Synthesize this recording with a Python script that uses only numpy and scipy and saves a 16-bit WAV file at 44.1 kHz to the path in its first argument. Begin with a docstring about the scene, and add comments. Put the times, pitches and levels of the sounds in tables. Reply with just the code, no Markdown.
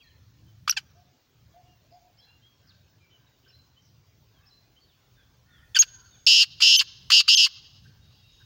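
"""A caged partridge-like bird calls a metre from a phone in open farmland: buzzing notes, whistles, clucks and pops.
The buzz is one tone that flips between a low and a high pitch, mostly 200 to 300 times a second, coloured by the
windpipe. Whistles are smooth tones, clucks are low pulses with breath, and pops are short damped rings.
Tree lines and walls return thin echoes, made of fading noise. Far songbirds, a dove and hoarse crow-like sounds
are gliding tones; wind rumble and a flickering hiss are filtered noise."""
import sys
import numpy as np
from scipy import signal
from scipy.fft import rfft, irfft
from scipy.io import wavfile
from scipy.ndimage import uniform_filter1d, minimum_filter1d

SR = 44100
rng = np.random.default_rng(int(sys.argv[2]) if len(sys.argv) > 2 else 0)


def makeup_ratio(level_db):
    """Linear amplitude ratio for a level in decibels (20 dB per factor of ten)."""
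    decades = np.asarray(level_db, float) / 20
    return 10 ** decades


def put_to_file(sound):
    """Save the sound as 16-bit audio at rate SR, in the file named by the first command-line argument."""
    columns = np.atleast_2d(sound).T  # one column per channel
    safe = np.clip(columns, -1, 1)
    whole_steps = np.round(safe * 32767)
    wavfile.write(sys.argv[1], SR, whole_steps.astype(np.int16))


N = 372644  # length in samples
T = np.arange(N) / SR  # time in seconds


def colour(x, points):
    """Filter a sound with the gain drawn by (Hz, dB) points, without ringing ahead of time."""
    hz, db = np.transpose(points)
    size = 4096
    bins = np.fft.rfftfreq(size, 1 / SR)
    log_gain = np.log(makeup_ratio(np.interp(np.log(bins + 1), np.log(hz), db)))
    # folding the cepstrum forward gives a minimum-phase filter
    cepstrum = irfft(log_gain)
    cepstrum = np.r_[cepstrum[0], 2 * cepstrum[1:size // 2], np.zeros(size // 2)]
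    return signal.fftconvolve(x, irfft(np.exp(rfft(cepstrum))))[:len(x)]


def unit(x):
    """Scale to rms 1."""
    return x / np.sqrt(np.mean(x ** 2))


def coloured_noise(points):
    """Noise of rms 1 with the given tone colour."""
    return unit(colour(rng.standard_normal(N), points))


def walk(rate, count=N):
    """Smooth random wander, spread near 1, about rate new values a second."""
    k = max(int(SR / rate), 1)
    smooth = uniform_filter1d(uniform_filter1d(rng.standard_normal(count), k), k)
    return np.sqrt(1.8 * k) * smooth


def tone(hz, multiples, db):
    """Partials of one oscillator whose pitch moves every sample."""
    phase = 2 * np.pi * np.cumsum(hz) / SR
    return np.sqrt(2) * sum(makeup_ratio(d) * np.sin(m * phase) for m, d in zip(multiples, db))


def clock(start, length):
    """Sample range of a note and the seconds since its start."""
    span = slice(int(start * SR), int((start + length) * SR))
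    return span, T[span] - start


EDGE_DB = -29.5  # level at the very edges of a note, against its middle


def edges(t, length, attack, release):
    """Attack, hold and release of a note in dB."""
    fade_in = np.clip(1 - t / attack, 0, 1)
    fade_out = np.clip(1 - (length - t) / release, 0, 1) ** 2
    return EDGE_DB * (fade_in + fade_out)


# The buzzing notes. Each row: start in seconds, length in seconds, attack in seconds, level in dB before colouring.
BUZZ_NOTES = [(6.267, .18, 0.0018, -13), (6.604, .217, 0.019, -12.5), (7.113, .11, 0.0058, -13),
              (7.276, .196, .01, -13)]
# How the membranes flutter. Each row: time in seconds, flips per second, unevenness from 0 to 1.
FLUTTER_PATH = [(6.27, 281, .05), (6.37, 285, .07), (6.43, 236, .3), (6.62, 258, .4), (6.65, 265, .1),
                (6.71, 305, .2), (6.745, 195, .5), (6.8, 290, .2), (7.12, 270, .3), (7.165, 260, .08),
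                (7.21, 280, .4), (7.285, 255, .4), (7.335, 260, .1), (7.375, 284, .07), (7.43, 265, .1),
                (7.46, 236, .4)]
# Loudness of the buzz's first three partials, in dB before colouring.
BUZZ_PARTIALS_DB = [-0.5, -7.5, -22]
# Windpipe and microphone with the beak open. Each row: frequency in Hz, gain in dB.
OPEN_BEAK = [(700, -64), (1500, -16), (2350, -22), (2750, 4), (3200, 2), (3700, -1), (4700, 2.5), (5400, 1),
             (5900, -8), (6600, 3), (7600, -15), (9000, -18.5), (10500, -26), (11800, -21.5),
             (13500, -28.5), (15200, -27)]


def buzz():
    """The membranes flip between two pitches and falter at each flip; breath leaks through the same windpipe."""
    taut_low_hz, taut_high_hz = 2820, 5450  # the two pitches in mid note
    slack_low_hz, slack_high_hz = 2545, 4446  # and where the note begins or dies
    slack_s, release_s = 0.027, 0.02256  # time to tighten, time to fade
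    sag_db_s = -10.5  # air runs out
    breath_db, slack_breath_db = -14, 6  # against the tone; more air leaks while slack
    squareness, dip = 1.8, .6  # how abrupt each flip is, how deeply it falters
    waver, shimmer_db = .016, 1.0  # random pitch share, random level
    mute_s = .004  # the buzz sinks over this time as a whistle breaks in
    tighten, tighten_s = .09, .02  # share the low pitch climbs toward a break; it comes down after it
    voiced, breath = np.zeros(N), np.zeros(N)
    at, rate, roughness = np.transpose(FLUTTER_PATH)
    for start, length, attack, db in BUZZ_NOTES:
        span, t = clock(start, length)
        count = len(t)
        slack = np.exp(-t / slack_s) + np.exp((t - length + release_s / 2) / slack_s)
        slack = np.minimum(slack, 1)
        low = taut_low_hz + (slack_low_hz - taut_low_hz) * slack
        high = taut_high_hz + (slack_high_hz - taut_high_hz) * slack
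        level = db + sag_db_s * t + edges(t, length, attack, release_s)
        for break_start, lasts, _, _ in WHISTLE_BREAKS:
            # seconds inside the break, negative outside it
            inside = np.minimum(T[span] - break_start, break_start + lasts - T[span])
            level += EDGE_DB * np.clip(inside / mute_s, 0, 1)
            low = low * (1 + tighten * np.exp(np.minimum(inside, 0) / tighten_s))
        flips = np.interp(T[span], at, rate)
        uneven = np.interp(T[span], at, roughness)
        turn = 2 * np.pi * np.cumsum(flips * (1 + uneven * walk(350, count))) / SR
        # -1 is the low pitch, +1 the high one
        side = np.tanh(squareness * np.sin(turn)) / np.tanh(squareness)
        hz = low + (high - low) * (1 + side) / 2
        hz = hz * (1 + waver * walk(624, count))
        # the wider the jump, the deeper the falter
        falter = 1 - dip * np.log2(high / low) * (1 - side ** 2)
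        loudness = makeup_ratio(level + shimmer_db * walk(500, count))
        voiced[span] = tone(hz, [1, 2, 3], BUZZ_PARTIALS_DB) * falter * loudness
        breath[span] = makeup_ratio(level + breath_db + slack_breath_db * slack) * (1 - side / 2)
    return colour(voiced, OPEN_BEAK) + breath * coloured_noise(OPEN_BEAK)


# Free whistles. Each row: start in seconds, length in seconds, top pitch in Hz, last pitch in Hz
# (both before the slide and arch), level in dB.
FREE_WHISTLES = [(.6935, .0265, 5960, 3900, -10.5), (5.746, .0185, 3620, 1650, -12),
                 (5.7878, .04, 6630, 2500, -8)]
# A buzz breaks into a steady whistle with a strong undertone.
# Each row: start in seconds, length in seconds, top pitch in Hz, level in dB.
WHISTLE_BREAKS = [(6.765, .028, 6170, -13), (7.35, 0.023, 6310, -16.5)]
# Overtones in dB: the octave of the tone, then the third partial of the undertone (against the undertone).
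WHISTLE_PARTIALS_DB = [-22.5, -21.5]
# The windpipe has notches that the tone slides through. Each row: pitch in Hz, gain in dB.
WHISTLE_GAIN = [(2600, -1), (3500, -13), (4600, -1), (5300, -4), (5700, 0), (5950, -16), (6300, -4),
                (6500, 0)]


def whistle_note(hz, level, under_db, breath):
    """A clean tone, with an undertone that makes every other cycle stronger, over a little breath."""
    breath_db, shimmer_db = -28, .7
    octave_db, third_db = WHISTLE_PARTIALS_DB
    main = tone(hz, [1], [np.interp(hz, *np.transpose(WHISTLE_GAIN))])
    # the octave fades when the membrane slackens
    octave = tone(hz, [2], [octave_db]) * (hz / hz.max()) ** 8
    undertone = makeup_ratio(under_db) * tone(hz, [.5, 3 / 2], [0, third_db])
    loudness = makeup_ratio(level + shimmer_db * walk(400, len(hz)))
    return (main + octave + undertone + makeup_ratio(breath_db) * breath) * loudness


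def whistle():
    """A steady membrane sings: free whistles slide up, arch and plunge, while breaks in a buzz only arch."""
    scoop, scoop_s, bow = .3, .0017, .035  # pitch shares: slide up into a free whistle, arch over its length
    drop_before_s, drop_hz_s = .0045, 4.2  # plunge: centre before the end; the deeper, the quicker (Hz x s)
    attack_drops, release_drops = 1.5, 5  # edges last this many plunge times
    sag_db_s = -150  # air runs out
    out, breath = np.zeros(N), coloured_noise(OPEN_BEAK)
    for start, length, top, last, db in FREE_WHISTLES:
        span, t = clock(start, length)
        drop_s = drop_hz_s / (top - last)
        arch = bow * (2 * t / length - 1) ** 2
        hz = top * (1 - arch - scoop * np.exp(-t / scoop_s))
        hz -= (top - last) / (1 + np.exp((length - drop_before_s - t) / drop_s))
        level = db + sag_db_s * t + edges(t, length, attack_drops * drop_s, release_drops * drop_s)
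        out[span] = whistle_note(hz, level, -32, breath[span])
    for start, length, top, db in WHISTLE_BREAKS:
        span, t = clock(start, length)
        hz = top * (1 - bow * (2 * t / length - 1) ** 2)
        level = db + edges(t, length, .004, .002)
        out[span] = whistle_note(hz, level, -11, breath[span])
    return out


# Clucks that open a note and rise. Each row: peak time in seconds, pulse rate in Hz at the peak, voice level in dB,
# breath level in dB, fade in seconds; levels are before the falling partials and the colouring of the voice.
OPENING_CLUCKS = [(.679, 1125, -24.5, -24.5, 0.021), (.696, 1312, -19.5, -23.5, 0.007),
                  (.724, 1460, -36.5, -37.5, 0.02), (5.756, 1774, -20, -27.5, .028),
                  (5.79, 1580, -42, -24, 0.0034), (6.605, 1173, -34.5, -26.5, 0.076),
                  (7.104, 1177, -24, -17, 0.039), (7.282, 1210, -17, -20.5, 0.0071)]
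# Clucks that close a note and sink. Each row: the same columns.
CLOSING_CLUCKS = [(.773, 850, -22, -33, 0.022), (5.767, 1570, -15.5, -30.5, .022),
                  (5.827, 1550, -27.5, -28, 0.014), (6.432, 1238, -45, -32, 0.017),
                  (6.812, 1135, -29.5, -24.5, .016), (7.208, 1182, -29, -30.5, 0.0091),
                  (7.466, 1075, -29, -30.5, 0.013)]
# Windpipe and microphone with the beak nearly shut. Each row: frequency in Hz, gain in dB.
SHUT_BEAK = [(450, -57.5), (800, -14.5), (1500, -4.5), (2100, -7.5), (2900, 3.5), (3800, -9.5), (4700, 2),
             (5800, -12), (6800, -9), (8000, -21.5), (11000, -25), (13000, -34.5), (15200, -27.5)]


def cluck():
    """Low pulses and breath ring the longer, nearly closed windpipe."""
    # rise in s, glide in Hz per s, roundness of the peak
    opening_shape, closing_shape = (.005, 12000, 1.0), (.01, -8000, 2.0)
    breath_lingers = 1.8  # fade of the breath against that of the voice
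    jitter, fall_db = .025, -1.2  # random pitch share, level change per partial
    voiced, breath = np.zeros(N), np.zeros(N)
    orders = np.arange(1, 11)

    def under_peak(t, rise, fall, roundness):
        """Level against the peak: rise and fall are the times to 40 dB under it."""
        return -40 * np.where(t < 0, -t / rise, t / fall) ** roundness

    for table, shape in ((OPENING_CLUCKS, opening_shape), (CLOSING_CLUCKS, closing_shape)):
        rise, glide, roundness = shape
        for peak, rate_hz, db, breath_db, fade in table:
            breath_fade = breath_lingers * fade
            span, t = clock(peak - rise, rise + breath_fade)
            t = t - rise  # zero at the peak
            hz = (rate_hz + glide * t) * (1 + jitter * walk(400, len(t)))
            voice_level = makeup_ratio(db + under_peak(t, rise, fade, roundness))
            voiced[span] += tone(hz, orders, fall_db * orders) * voice_level
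            breath[span] += makeup_ratio(breath_db + under_peak(t, rise, breath_fade, roundness))
    return colour(voiced, SHUT_BEAK) + breath * coloured_noise(SHUT_BEAK)


# Pops as the windpipe snaps open. Each row: start in seconds, pitch in Hz, starting level of the decay in dB,
# time in seconds to die by 60 dB.
POP_RINGS = [(.6775, 1240, -11, .02), (.6935, 1510, -23, .024), (.7241, 1393, -34.5, .032),
             (6.2652, 5300, -7, .045), (6.603, 1260, -27, .013), (6.79, 2930, -9, .0077),
             (7.102, 1156, -19, .024), (7.281, 1275, -28.5, .04), (7.371, 4370, -5, .008)]


def pops():
    """Each pop is one short damped ring."""
    out, t = np.zeros(N), T[:int(.06 * SR)]
    for start, hz, db, t60 in POP_RINGS:
        k = int(start * SR)
        onset = np.minimum(t / .0008, 1)
        out[k:k + len(t)] += makeup_ratio(db - 60 * t / t60) * np.sin(2 * np.pi * hz * t) * onset
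    return out


# A dove. Each row: start in seconds, length in seconds, level in dB.
DOVE_NOTES = [(.951, 0.082, -60), (1.536, 0.084, -54.5), (1.914, 0.075, -53), (2.034, 0.052, -65)]
# The dove's glide: start, middle and end pitch in Hz.
DOVE_GLIDE = (650, 715, 710)
# A sparrow's chirps. Each row: start in seconds, level in dB.
SPARROW_CHIRPS = [(2.17, -61), (3.474, -60), (4.456, -62)]
# The arch and the level tail of one chirp. Each row: delay after the start in seconds, length in seconds,
# start, middle and end pitch in Hz, level against the chirp in dB.
CHIRP_PARTS = [(0, .048, 4210, 5350, 3900, -0.59), (0.047, 0.052, 4190, 4050, 4390, -0.21)]
# Clear songbird notes. Each row: start in seconds, length in seconds, start pitch in Hz, end pitch in Hz, level in dB.
SONG_NOTES = [(0, .036, 2950, 2200, -61), (0, 0.03, 3138, 3260, -58.5), (.02, 0.036, 4750, 3850, -64.5),
              (.035, 0.067, 1900, 1650, -66.5), (.065, 0.027, 4050, 4050, -63.5),
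              (.08, 0.05, 3320, 2750, -70.5), (.457, .064, 3060, 3000, -72), (1.65, .12, 2830, 2740, -71),
              (2.18, .07, 3030, 3420, -63.5), (2.26, 0.13, 2690, 2780, -66),
              (2.418, 0.077, 3080, 3280, -61.5), (3.0, .07, 2400, 2240, -68), (3.1, 0.077, 3020, 2930, -64),
              (3.26, .03, 3780, 3680, -71), (3.76, .05, 2950, 3130, -64.5), (4.34, .07, 3380, 2980, -71.5),
              (4.42, .06, 2640, 2500, -73), (4.76, 0.037, 2920, 3170, -62), (4.8, 0.062, 4420, 4350, -67),
              (4.87, .07, 4000, 2850, -70), (5.15, 0.11, 3650, 3130, -69.5), (5.5, .12, 3700, 2910, -66),
              (6.04, 0.059, 4400, 4350, -67.5), (6.11, 0.06, 3830, 3200, -64),
              (6.14, 0.045, 2550, 2000, -74), (7.991, 0.14, 3720, 3720, -70), (8.16, .087, 3320, 3220, -72),
              (8.2, 0.28, 3700, 3700, -66), (8.23, 0.042, 2755, 2630, -64.5), (8.3, 0.14, 6500, 6430, -75)]
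# Hoarse far sounds: crow-like calls, rough sweeps and a low rustle. Each row: the same columns.
HOARSE_SOUNDS = [(.33, .19, 273, 340, -69.5), (1.901, .083, 4770, 4850, -69.5), (2.2, .15, 1660, 1570, -75),
                 (2.596, .2, 1540, 1525, -74), (2.67, 0.056, 5690, 2840, -61.5),
                 (3.17, .12, 1570, 1520, -75), (3.42, .12, 3090, 2700, -68.5),
                 (3.46, .027, 1530, 1535, -64.5), (3.813, .09, 5630, 5300, -70),
                 (4.28, .28, 1570, 1620, -75), (4.348, .16, 1072, 1160, -75),
                 (5.163, .07, 1565, 1540, -69.5), (5.45, .22, 1400, 1390, -70.5),
                 (5.454, .23, 1823, 1780, -67.5), (5.896, .22, 1520, 1325, -67),
                 (5.911, .15, 1032, 960, -70), (7.847, .032, 1573, 1510, -61.5),
                 (8.4, .034, 1610, 1530, -62.5)]


def far_birds():
    """Single gliding tones; hoarse ones scatter more in pitch and level."""
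    dove_hoarse, song_hoarse, rough_hoarse = .08, .07, .4
    arch = 0.021  # the middle of a song note or hoarse sound lies this share above the mean of its ends
    notes = [(start, length, *DOVE_GLIDE, db, dove_hoarse) for start, length, db in DOVE_NOTES]
    for start, db in SPARROW_CHIRPS:
        for after, *shape, less in CHIRP_PARTS:
            notes.append((start + after, *shape, db + less, song_hoarse))
    for table, hoarse in ((SONG_NOTES, song_hoarse), (HOARSE_SOUNDS, rough_hoarse)):
        for start, length, first, last, db in table:
            middle = (1 + arch) * (first + last) / 2
            notes.append((start, length, first, middle, last, db, hoarse))
    out = np.zeros(N)
    for start, length, start_hz, middle_hz, end_hz, db, hoarse in notes:
        u = np.linspace(0, 1, int(length * SR))
        # a smooth curve through the three pitches
        hz = start_hz * (1 - u) * (1 - 2 * u) + 4 * middle_hz * u * (1 - u) + end_hz * u * (2 * u - 1)
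        hz = hz * (1 + .14 * hoarse * walk(960, len(u)))
        swell = np.sin(np.pi * u) ** .6
        note = tone(hz, [1], [db]) * swell * makeup_ratio((2 + hoarse) * walk(300, len(u)))
        k = int(start * SR)
        out[k:k + len(u)] += note[:N - k]
    return out


def echo(x, t60, db, rise, late=0.):
    """Diffuse return from scattered surfaces: noise that builds up and dies away; late s of travel come first."""
    t = np.arange(int(1.5 * SR)) / SR
    tail = rng.standard_normal(len(t)) * makeup_ratio(-60 * t / t60) * (1 - np.exp(-(t / rise) ** 2))
    tail = makeup_ratio(db) * tail / np.sqrt(np.sum(tail ** 2))
    tail = np.r_[np.zeros(int(late * SR)), tail]
    return signal.oaconvolve(x, tail)[:N]


# Wind strength. Each row: time in seconds, rumble level in dB before its flicker.
WIND_GUSTS = [(0, -63.5), (.6, -57), (1.0, -59.5), (1.33, -62), (1.8, -62), (2.5, -60.5), (3.05, -67.5),
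              (3.6, -61.5), (4.1, -63), (4.35, -57), (4.78, -63), (5.0, -61.5), (5.3, -63), (5.65, -61),
              (6.55, -57), (7.5, -58), (7.9, -53), (8.2, -62)]
# Colour of the wind rumble. Each row: frequency in Hz, relative level in dB per Hz.
RUMBLE_COLOUR = [(30, -49), (55, -9.5), (70, 1), (120, 4), (200, -10), (330, -26.5), (500, -51)]
# Colour of the deepest rumble. Each row: the same columns.
DEEP_COLOUR = [(12, -30.5), (25, -13.5), (45, 1), (60, -0.5), (90, -38)]


def wind():
    """Gusty low rumble over a still deeper one that swells late."""
    rumble_db = np.interp(T, *np.transpose(WIND_GUSTS)) + 3.5 * walk(9.1)
    rumble = coloured_noise(RUMBLE_COLOUR) * makeup_ratio(rumble_db)
    start_db, swell_db, swell_at_s = -80.5, 9.5, 4.95
    deep_db = start_db + swell_db / (1 + np.exp((swell_at_s - T) / .15)) + 3.0 * walk(3)
    return rumble + coloured_noise(DEEP_COLOUR) * makeup_ratio(deep_db)


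# Colour of the hiss. Each row: frequency in Hz, relative level in dB per Hz.
HISS_COLOUR = [(120, -50.5), (250, -2.5), (430, -6.5), (800, -10), (1300, -13.5), (1800, -15),
               (3000, -14.5), (5000, -14.5), (6700, -17.5), (7300, -25), (9000, -40.5), (14000, -38),
               (15000, -16.5), (15800, -13.5)]


def hiss():
    """Fine hiss whose narrow bands flicker at random in short streaks."""
    cells = signal.stft(rng.standard_normal(N + 1024), nperseg=512)[2]
    # narrow streaks: about 170 Hz wide and 60 ms long
    streaks = uniform_filter1d(rng.standard_normal(cells.shape), size=10, axis=1)
    streaks = uniform_filter1d(streaks, size=2, axis=0)
    streaky = signal.istft(cells * makeup_ratio(3.0 * unit(streaks)))[1][:N]
    return unit(colour(streaky, HISS_COLOUR)) * makeup_ratio(-65.5)


# Colour of the far echoes. Each row: frequency in Hz, gain in dB.
ECHO_COLOUR = [(500, -2.5), (1500, 5.5), (2200, 1.5), (3000, -4), (3800, 6.5), (5000, -3), (6500, -0.5),
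               (7600, -17), (9500, -21.5), (12000, -40)]
# Notches and lift of the microphone port. Each row: frequency in Hz, gain in dB.
PORT_COLOUR = [(7000, 0), (9300, 0.5), (10000, -8), (11000, 3.5), (12300, -0.5), (12900, -9.5),
               (14000, -4.5), (15000, 10), (16000, -4)]


def scene():
    """Bird, cage and bushes close by, tree lines and a row of walls far off, the field around."""
    bird = buzz() + whistle() + cluck() + pops()
    others = far_birds()
    near = echo(bird, .12, -28, .003)
    # the first call is aimed low and reaches the trees and walls less
    sent = bird * makeup_ratio(np.where(T < 1, -10.5, 0))
    # moving air and leaves make the far return flutter
    trees = echo(sent, 1.3, -30.5, .012) * makeup_ratio(2.5 * walk(40))
    trees = trees + echo(others, .65, -6.5, .018)
    walls = echo(sent, .5, -49, .02, late=.96)
    close = colour(bird + near, PORT_COLOUR)
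    far = others + colour(trees + walls, ECHO_COLOUR)
    return (close + far + wind() + hiss())[None]


def top_cut(x):
    """Nothing passes above the cut-off."""
    return signal.sosfilt(signal.butter(12, 16820, fs=SR, output="sos"), x)


def record(dry):
    """The phone rounds the peaks, turns the bass band down while the sound is loud and cuts the top."""
    duck_db, knee_db = -14, -36  # limit of the bass cut; peak level where half the cut acts
    deep_hz, split_hz, top_hz = 60., 1100.0, 15900  # edges of the bass band, top of the sound
    x = 1.2 * np.tanh(dry[0] / 1.2)
    # highest peak in a sliding window, then smoothed
    peaks = -minimum_filter1d(-np.abs(x), int(0.014 * SR))
    loud = uniform_filter1d(peaks, int(0.011 * SR))
    band = signal.butter(2, [deep_hz, split_hz], "band", fs=SR, output="sos")
    bass = signal.sosfiltfilt(band, x)
    x = x - bass * (1 - makeup_ratio(duck_db)) * loud / (loud + makeup_ratio(knee_db))
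    x = signal.sosfilt(signal.ellip(10, .2, 80, top_hz, fs=SR, output="sos"), x)
    return top_cut(x[None])


dry = scene()
out = record(dry)
put_to_file(out)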